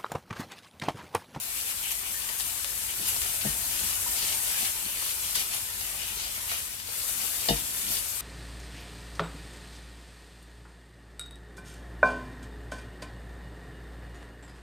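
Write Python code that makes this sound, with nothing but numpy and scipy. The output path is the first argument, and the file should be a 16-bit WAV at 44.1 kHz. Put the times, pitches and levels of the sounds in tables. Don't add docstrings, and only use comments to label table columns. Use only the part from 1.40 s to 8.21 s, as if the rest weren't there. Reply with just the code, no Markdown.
import sys
import numpy as np
from scipy import signal
from scipy.fft import rfft, irfft, next_fast_len
from scipy.io import wavfile
from scipy.ndimage import uniform_filter1d, map_coordinates

SR = 44100
rng = np.random.default_rng(int(sys.argv[2]) if len(sys.argv) > 2 else 0)


def inscribe(sig):
    pcm = np.round(np.clip(np.atleast_2d(sig).T, -1, 1) * 32767)
    wavfile.write(sys.argv[1], SR, pcm.astype(np.int16))


N = 300321

# time in seconds, hiss level in dB.
BOILING = [(0.0, -34.5), (1.0, -33), (1.55, -32.5), (1.75, -29.5), (2.25, -30.5), (2.45, -29), (3.22, -30),
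           (3.47, -33.8), (3.9, -32), (4.32, -34.5), (4.48, -34), (4.7, -35.5), (4.85, -37), (5.18, -33),
           (5.42, -40.5), (5.53, -34.5), (5.7, -30.5), (6.0, -30.5), (6.25, -32.5), (6.8, -32.5)]
# time in seconds, level in dB, half length in seconds.
STEAM_FLARES = [(0.519, -26, 0.0071), (0.995, -32, 0.011), (1.689, -23, .012), (3.959, -21.5, 0.0046),
                (4.002, -28, .009), (4.148, -29, 0.006), (5.693, -30, 0.0055)]
# start, end and rise time in seconds, then the levels in dB of
SPATULA_STROKES = [(0.143, 0.212, .02, -44.5, -49, -36), (0.274, .325, 0.013, -39, -50, -32.5),
                   (0.43, .54, .005, -38.5, -58, -39), (0.642, .71, .01, -43, -58, -40),
                   (0.798, 0.935, .025, -44.5, -47, -44), (0.982, 1.12, .02, -49, -47, -38),
                   (1.282, 1.354, .02, -47, -53, -46), (1.48, 1.528, .01, -38.5, -48, -40),
                   (1.63, 1.732, 0.03, -40, -38, -42), (1.81, 1.925, .008, -42.5, -43, -48),
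                   (2.006, 2.137, .02, -43.5, -39, -43), (2.298, 2.55, 0.013, -41, -39, -38),
                   (2.752, 2.97, .01, -39, -35, -40), (3.06, 3.306, 0.055, -38.5, -38, -33.5),
                   (3.35, 3.576, .025, -43, -53, -42), (3.592, 3.732, 0.037, -40.5, -39.5, -33),
                   (3.833, 3.93, 0.027, -43, -40, -42), (3.947, 4.026, .003, -37, -32, -34),
                   (4.108, 4.19, .015, -41.5, -38, -37), (4.428, 4.515, .025, -42, -53, -40),
                   (4.57, 4.747, 0.043, -41, -43.5, -54), (4.765, 4.87, 0.013, -42.5, -37, -56),
                   (4.91, 4.988, 0.03, -45, -45, -42), (5.075, 5.2, 0.029, -40, -39, -45),
                   (5.53, 5.603, .02, -45, -45, -48), (5.772, 5.906, 0.022, -42.5, -42, -49),
                   (5.984, 6.21, 0.049, -43, -37.5, -50), (6.335, 6.465, .012, -47, -45, -37),
                   (6.487, 6.59, 0.026, -42.5, -36.5, -30.5)]
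# time in seconds, rumble in dB, half length in seconds.
FOOD_SHOVES = [(1.62, -42, 0.024), (2.13, -50, 0.088), (2.44, -47, .03), (2.68, -51, .03),
               (3.22, -44.5, 0.02), (3.45, -47.5, 0.023), (4.64, -54, 0.03), (5.82, -54.5, 0.086),
               (6.22, -49.5, 0.091), (6.51, -49, 0.088)]
# pitch in Hz, level in dB, seconds to fade by 60 dB.
WOK_NOTES = [(141.5, 2, 0.22), (158, -2, 0.11), (203.6, 3, 0.11), (280, -7, 0.18), (331.4, -4, 0.072),
             (400, -9.5, 0.089), (466.5, -6.5, 0.16), (558, -8, 0.11), (619, -7.5, 0.11), (685, 0, 0.15),
             (780, -7, 0.11), (886, -4, 0.084), (956, -12.5, 0.056), (1790, -7, 0.074), (1907, -4, 0.079),
             (2876, -3.5, 0.16), (2945, -1.5, 0.11), (3100, -17, 0.11), (3540, -2.5, 0.077),
             (3700, -5.5, 0.16), (4220, 3, 0.02)]
# start in seconds, ring in dB, clack in dB, then the pitches in Hz
WOK_BLOWS = [(.517, -44, -32, 4000, 1500), (.655, -44, -37, 4000, 1520), (0.889, -50, -24.5, 5000, 1800),
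             (.999, -52, -28.5, 4000, 1200), (1.007, -55, -29, 4000, 1190), (1.245, -45, -29, 4000, 900),
             (1.763, -48, -28, 1500, 298), (1.818, -58, -30, 2500, 600), (2.047, -31.5, -44, 600, 150),
             (2.0564, -26, -61, 169, 110), (2.824, -47, -24.5, 4000, 1500), (2.886, -42, -30, 4000, 1500),
             (3.250, -37, -28, 4000, 2200), (3.955, -33.5, -24, 5000, 2600), (4.137, -44, -29.5, 4000, 900),
             (4.410, -40, -29, 2500, 1010), (4.632, -43, -30, 4000, 900), (5.116, -40, -29, 1600, 620),
             (5.399, -54, -32.5, 2000, 1200), (5.688, -42, -36, 2000, 600),
             (6.086, -25.5, -16.5, 7000, 292), (6.095, -52, -26, 3000, 300), (6.1028, -21.5, -38, 620, 170),
             (6.1087, -34, -40, 500, 180), (6.163, -46, -31, 4000, 1500), (6.569, -42, -26, 4900, 1800)]
# start in seconds, level in dB.
HOB_THUMPS = [(2.09, -32), (6.105, -23)]
# start in seconds, level in dB, pitch in Hz, seconds to fade by 60 dB.
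BLADE_SQUEAKS = [(0.742, -31, 1800, 0.074), (2.056, -33, 1840, 0.064), (2.662, -30.5, 971, 0.072),
                 (4.955, -24.5, 2200, .02), (5.115, -29, 2420, 0.033), (5.115, -22, 1320, 0.022),
                 (5.116, -27, 3810, 0.035)]
# start in seconds, level in dB, frequency in Hz below which the snap thins.
OIL_SPITS = [(1.008, -21, 2500), (1.157, -23, 7000), (1.246, -18, 1500), (1.819, -18, 800),
             (2.682, -20, 6000), (5.634, -21, 7000)]
# time in seconds, level in dB.
FLAME_LEVEL = [(0.0, -54.5), (1.0, -53), (2.1, -47), (3.4, -53), (4.2, -51), (6.8, -50.5)]

# frequency in Hz, level in dB.
HISS_TONE = [(500, -18), (2000, -11), (4000, -9), (5500, -6.5), (7000, -2.5), (8500, 0.5), (11000, 0),
             (14000, -0.5), (16000, -2)]
RASP_TONE = [(500, -17.5), (1500, -28), (2800, -3.5), (3700, -0.5), (4700, 1.5), (6000, -0.5), (9000, -9.5),
             (15000, -26)]
SLIP_TONE = [(300, -24), (1200, -11), (1800, -13.5), (2100, -2), (2400, 2.5), (2700, 0), (3200, -3),
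             (3600, -2.5), (5000, -26), (15000, -21)]
CHATTER_TONE = [(1000, -45), (2050, -26), (2350, -3.5), (2950, 2.5), (3300, 0), (3650, -26), (7000, -45)]
PATTER_TONE = [(60, -19), (150, -22), (300, -8), (450, 0.5), (700, 1.5), (1000, 4.5), (1500, 8),
               (2500, 0.5), (6000, -31)]
PUSH_TONE = [(60, -39), (140, -7), (205, -1), (300, -0.5), (450, -9.5), (700, -14), (1500, -25)]
CLACK_TONE = [(100, -20), (700, -7.5), (1100, 3), (1600, 0), (1950, 12), (2450, -5), (3000, 3), (4600, 8),
              (6000, 3.5), (10000, -22), (16000, -25)]
SPIT_TONE = [(150, -8), (700, 2.5), (2500, 3.5), (5000, -0.5), (9000, 2), (16000, 0)]
FLAME_TONE = [(15, -45), (31, -36), (40, -4), (50, 1), (63, -3.5), (80, -3), (105, -3.5), (150, -18.5),
              (300, -28), (1000, -36)]
ECHO_TONE = [(60, -45), (300, -13), (900, -7), (2500, 5)]

# frequency in Hz, seconds to fade by 60 dB.
ECHO_FADE = [(100, 0.49), (1000, 0.27), (4000, 0.14), (14000, 0.07)]
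# time in seconds, left over right in dB.
FRYING_SIDE = [(0.0, 4.5), (0.5, 4.5), (1.2, 6), (1.7, 3.5), (2.15, 5), (2.6, 4), (3.2, 4), (4.3, 3.5),
               (4.7, 4.6), (5.15, 3.7), (5.8, 6), (6.45, 3), (6.8, 6)]
# frequency in Hz, extra left over right in dB.
MIC_BALANCE = [(120, -3.5), (250, 1), (700, -0.5), (1000, 0.5), (1600, 1.5), (2450, -0.5), (2950, 2),
               (3350, -2.5), (4100, -2.5), (4700, -1.5), (6800, -0.4), (9200, 2.5), (11400, -0.5),
               (14000, 3.5)]


def sizzle(steam):
    boil_db, = curves(BOILING)
    flutter = amp(2.25 + 0.71 * wobble(rate=45))
    level = np.hypot(amp(boil_db), steam) * flutter
    bursts = coloured(crackle(rate=2200, spread_db=8, wash_db=11.5), HISS_TONE)
    return np.hypot(level, swells(STEAM_FLARES)) * patchy(bursts, depth_db=1.8)


def strokes():
    t, gains = np.arange(N) / SR, np.zeros((3, N))
    lift_s = 0.023
    for start, end, rise_s, *levels_db in SPATULA_STROKES:
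        near = slice(max(0, round(start * SR) - SR // 8), round(end * SR) + SR // 5)
        bite = (1 + np.tanh((t[near] - start) / rise_s)) / 2
        lift = (1 - np.tanh((t[near] - end) / lift_s)) / 2
        gains[:, near] += amp(levels_db)[:, None] * bite * lift
    return gains


def scrape(blade, wet):
    pressure = np.hypot(blade, simmer(db=-44, follows=0.16))
    juice = np.hypot(wet, simmer(db=-43, follows=0.13))
    dryness = blade ** 2 / (blade ** 2 + juice ** 2)
    rasp = patchy(coloured(crackle(rate=1000, spread_db=4, wash_db=8), RASP_TONE), depth_db=3)
    slips = patchy(coloured(crackle(rate=1000, spread_db=6, wash_db=8.5), SLIP_TONE), depth_db=2.5)
    singing = through_wok(slips, damping=0.75)
    chatter = coloured(crackle(rate=610, spread_db=1, wash_db=5), CHATTER_TONE)
    metal = amp(-3) * slips + amp(-13) * singing + dryness * chatter
    return (juice * rasp + pressure * metal) * jerks(rate=15, fade_s=0.0051, depth=0.99)


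def tumble(effort):
    falling = np.hypot(amp(-12.5) * effort, simmer(db=-50, follows=0.61))
    rocking = np.hypot(amp(-19) * effort, amp(-59))
    rocking = np.hypot(swells(FOOD_SHOVES), rocking)
    patter = patchy(coloured(crackle(rate=400, spread_db=9, wash_db=7), PATTER_TONE), depth_db=3)
    hollow = through_wok(patter, damping=1.37)
    push = coloured(crackle(rate=1700, spread_db=4.5, wash_db=-2.5), PUSH_TONE)
    rumble = through_wok(push, damping=2.7)
    food = (amp(-0.5) * patter + amp(-6) * hollow) * jerks(rate=25, fade_s=0.0028, depth=1)
    return falling * food + rocking * amp(-3.5) * rumble


def through_wok(x, damping):
    def response(hz):
        total = 0
        for pitch, db, fade_s in WOK_NOTES:
            width_hz = damping * np.log(1000) / (np.pi * fade_s)
            total += amp(db) * 1j * hz * width_hz / (pitch ** 2 - hz ** 2 + 1j * hz * width_hz)
        return total
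    return unit(filtered(x, response))


def blows():
    track, t = np.zeros(N), np.arange(SR // 2) / SR
    hz, note_db, fade_s = np.transpose(WOK_NOTES)
    notes = amp(-60 * t / fade_s[:, None]) * np.sin(2 * np.pi * hz[:, None] * t)
    signs = (-1) ** np.arange(len(hz))
    rise_s, crack_s, clack_s = 0.0006, 0.0017, 0.0059
    rise = 1 - np.exp(-t / rise_s)
    clack_fade = (np.exp(-t / clack_s) + amp(5) * np.exp(-t / crack_s)) / 2
    for start, ring_db, clack_db, bright_hz, low_hz in WOK_BLOWS:
        reach = 1 / np.sqrt((1 + (hz / bright_hz) ** 2) * (1 + (low_hz / hz) ** 6))
        sizes = signs * reach * amp(note_db + rng.normal(0, 1, len(hz)))
        ring = sizes @ notes
        clack = coloured(rng.standard_normal(len(t)), CLACK_TONE) * clack_fade
        add(track, start, (amp(ring_db) * ring + amp(clack_db) * clack) * rise)
    return in_kitchen(track, echo_db=-6.5)


def hob_boom():
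    track, t = np.zeros(N), np.arange(SR // 2) / SR
    hz, fade_s, rise_s = 51, 0.3, 0.018
    shape = amp(-60 * t / fade_s) * (1 - np.exp(-t / rise_s))
    for start, db in HOB_THUMPS:
        add(track, start, amp(db) * shape * np.sin(2 * np.pi * hz * t))
    return direct(track)


def squeaks():
    track, t = np.zeros(N), np.arange(SR // 5) / SR
    rise = 1 - np.exp(-t / 0.0017)
    for start, db, hz, fade_s in BLADE_SQUEAKS:
        drift = np.cumsum(rng.normal(0, 0.017, len(t)))
        add(track, start, amp(db - 60 * t / fade_s) * rise * np.sin(2 * np.pi * hz * t + drift))
    return in_kitchen(track, echo_db=-4)


def spits():
    track, click = np.zeros(N), signal.unit_impulse(SR // 200)
    for start, db, low_hz in OIL_SPITS:
        bass_cut = signal.butter(N=2, Wn=low_hz, btype="high", fs=SR)
        add(track, start, amp(db) * signal.lfilter(*bass_cut, click))
    snaps = filtered(track, lambda hz: amp(along(SPIT_TONE, hz) + 10))
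    return in_kitchen(snaps, echo_db=-12) * pan(left_db=8)[:, None]


def flame():
    level_db, = curves(FLAME_LEVEL)
    gas = rng.standard_normal(N) + amp(-12.5) * rng.standard_normal((2, N))
    flicker_db = 0.5 * wobble(rate=5.6)
    return amp(level_db + flicker_db) * coloured(gas, FLAME_TONE)


def in_kitchen(x, echo_db):
    hz, t, noise = signal.stft(rng.standard_normal((2, SR // 2)), SR, nperseg=256)
    fade = amp(-60 * t / along(ECHO_FADE, hz)[:, None])
    tail = signal.istft(noise * fade, SR, nperseg=256)[1]
    echo = signal.fftconvolve(x[None], tail / np.linalg.norm(tail[0]), axes=1)[:, :N]
    return direct(x) + amp(echo_db) * filtered(echo, lambda hz: amp(along(ECHO_TONE, hz)))


def direct(x, lead_s=0.000272):
    return filtered(x, lambda hz: np.exp(1j * np.pi * hz * lead_s * np.array([[1], [-1]])))


def crackle(rate, spread_db, wash_db):
    clicks = (rng.random(N) < rate / SR) * rng.choice([-1, 1], N)
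    sizes = amp(spread_db * np.minimum(rng.standard_normal(N), 3))
    return unit(unit(direct(clicks * sizes)) + amp(wash_db) * rng.standard_normal((2, N)))


def patchy(x, depth_db):
    spectra = signal.stft(x, nperseg=1024)[2]
    patches = uniform_filter1d(rng.standard_normal(spectra.shape[1:]), size=4, axis=0)
    patches = uniform_filter1d(patches, size=5, axis=1)
    return unit(signal.istft(spectra * amp(depth_db * unit(patches)), nperseg=1024)[1][:, :N])


def jerks(rate, fade_s, depth):
    catches = (rng.random(N) < rate / SR) * rng.uniform(0.38, 1, N)
    return unit(1 + depth * signal.lfilter([1], [1, -np.exp(-1 / (fade_s * SR))], catches))


def swells(rows):
    t = np.arange(N) / SR
    return sum(amp(db) * np.exp(-0.5 * ((t - peak_s) / half_s) ** 2) for peak_s, db, half_s in rows)


def simmer(db, follows):
    boil_db, = curves(BOILING)
    return amp(db + follows * (boil_db - boil_db.mean()))


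def amp(db):
    return 10 ** (np.asarray(db) / 20)


def unit(x):
    return x / np.sqrt(np.mean(x ** 2) + 1e-20)


def along(points, hz):
    known_hz, values = np.transpose(points)
    return np.interp(np.log(hz + 1), np.log(known_hz), values)


def curves(rows):
    times, *columns = np.transpose(rows)
    return [np.interp(np.arange(N) / SR, times, column) for column in columns]


def wobble(rate):
    return map_coordinates(rng.standard_normal(4096), [np.arange(N) * rate / SR], mode="wrap")


def filtered(x, response):
    size = next_fast_len(x.shape[-1] + SR // 4)
    hz = np.fft.rfftfreq(size, 1 / SR)
    return irfft(rfft(x, size) * response(hz), size)[..., :x.shape[-1]]


def coloured(x, tone):
    return unit(filtered(x, lambda hz: amp(along(tone, hz))))


def add(track, start, sound):
    part = track[..., round(start * SR):][..., :sound.shape[-1]]
    part += sound[..., :part.shape[-1]]


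def pan(left_db):
    pair = amp(np.array([left_db, -left_db]) / 2)
    return pair / np.sqrt(np.mean(pair ** 2, axis=0))


def scene():
    left_db, = curves(FRYING_SIDE)
    blade, wet, steam = strokes()
    stirring = scrape(blade, wet) + tumble(effort=np.sqrt(blade * wet))
    stove = sizzle(steam) + stirring + flame() + blows() + hob_boom() + squeaks() + spits()
    return filtered(stove, lambda hz: pan(along(MIC_BALANCE, hz))) * pan(left_db)


def record(dry):
    step_hz, top_hz = 14350, 15950
    return filtered(dry, lambda hz: amp(-12 * (hz > step_hz)) * (hz < top_hz))


dry = scene()
out = record(dry)
inscribe(out)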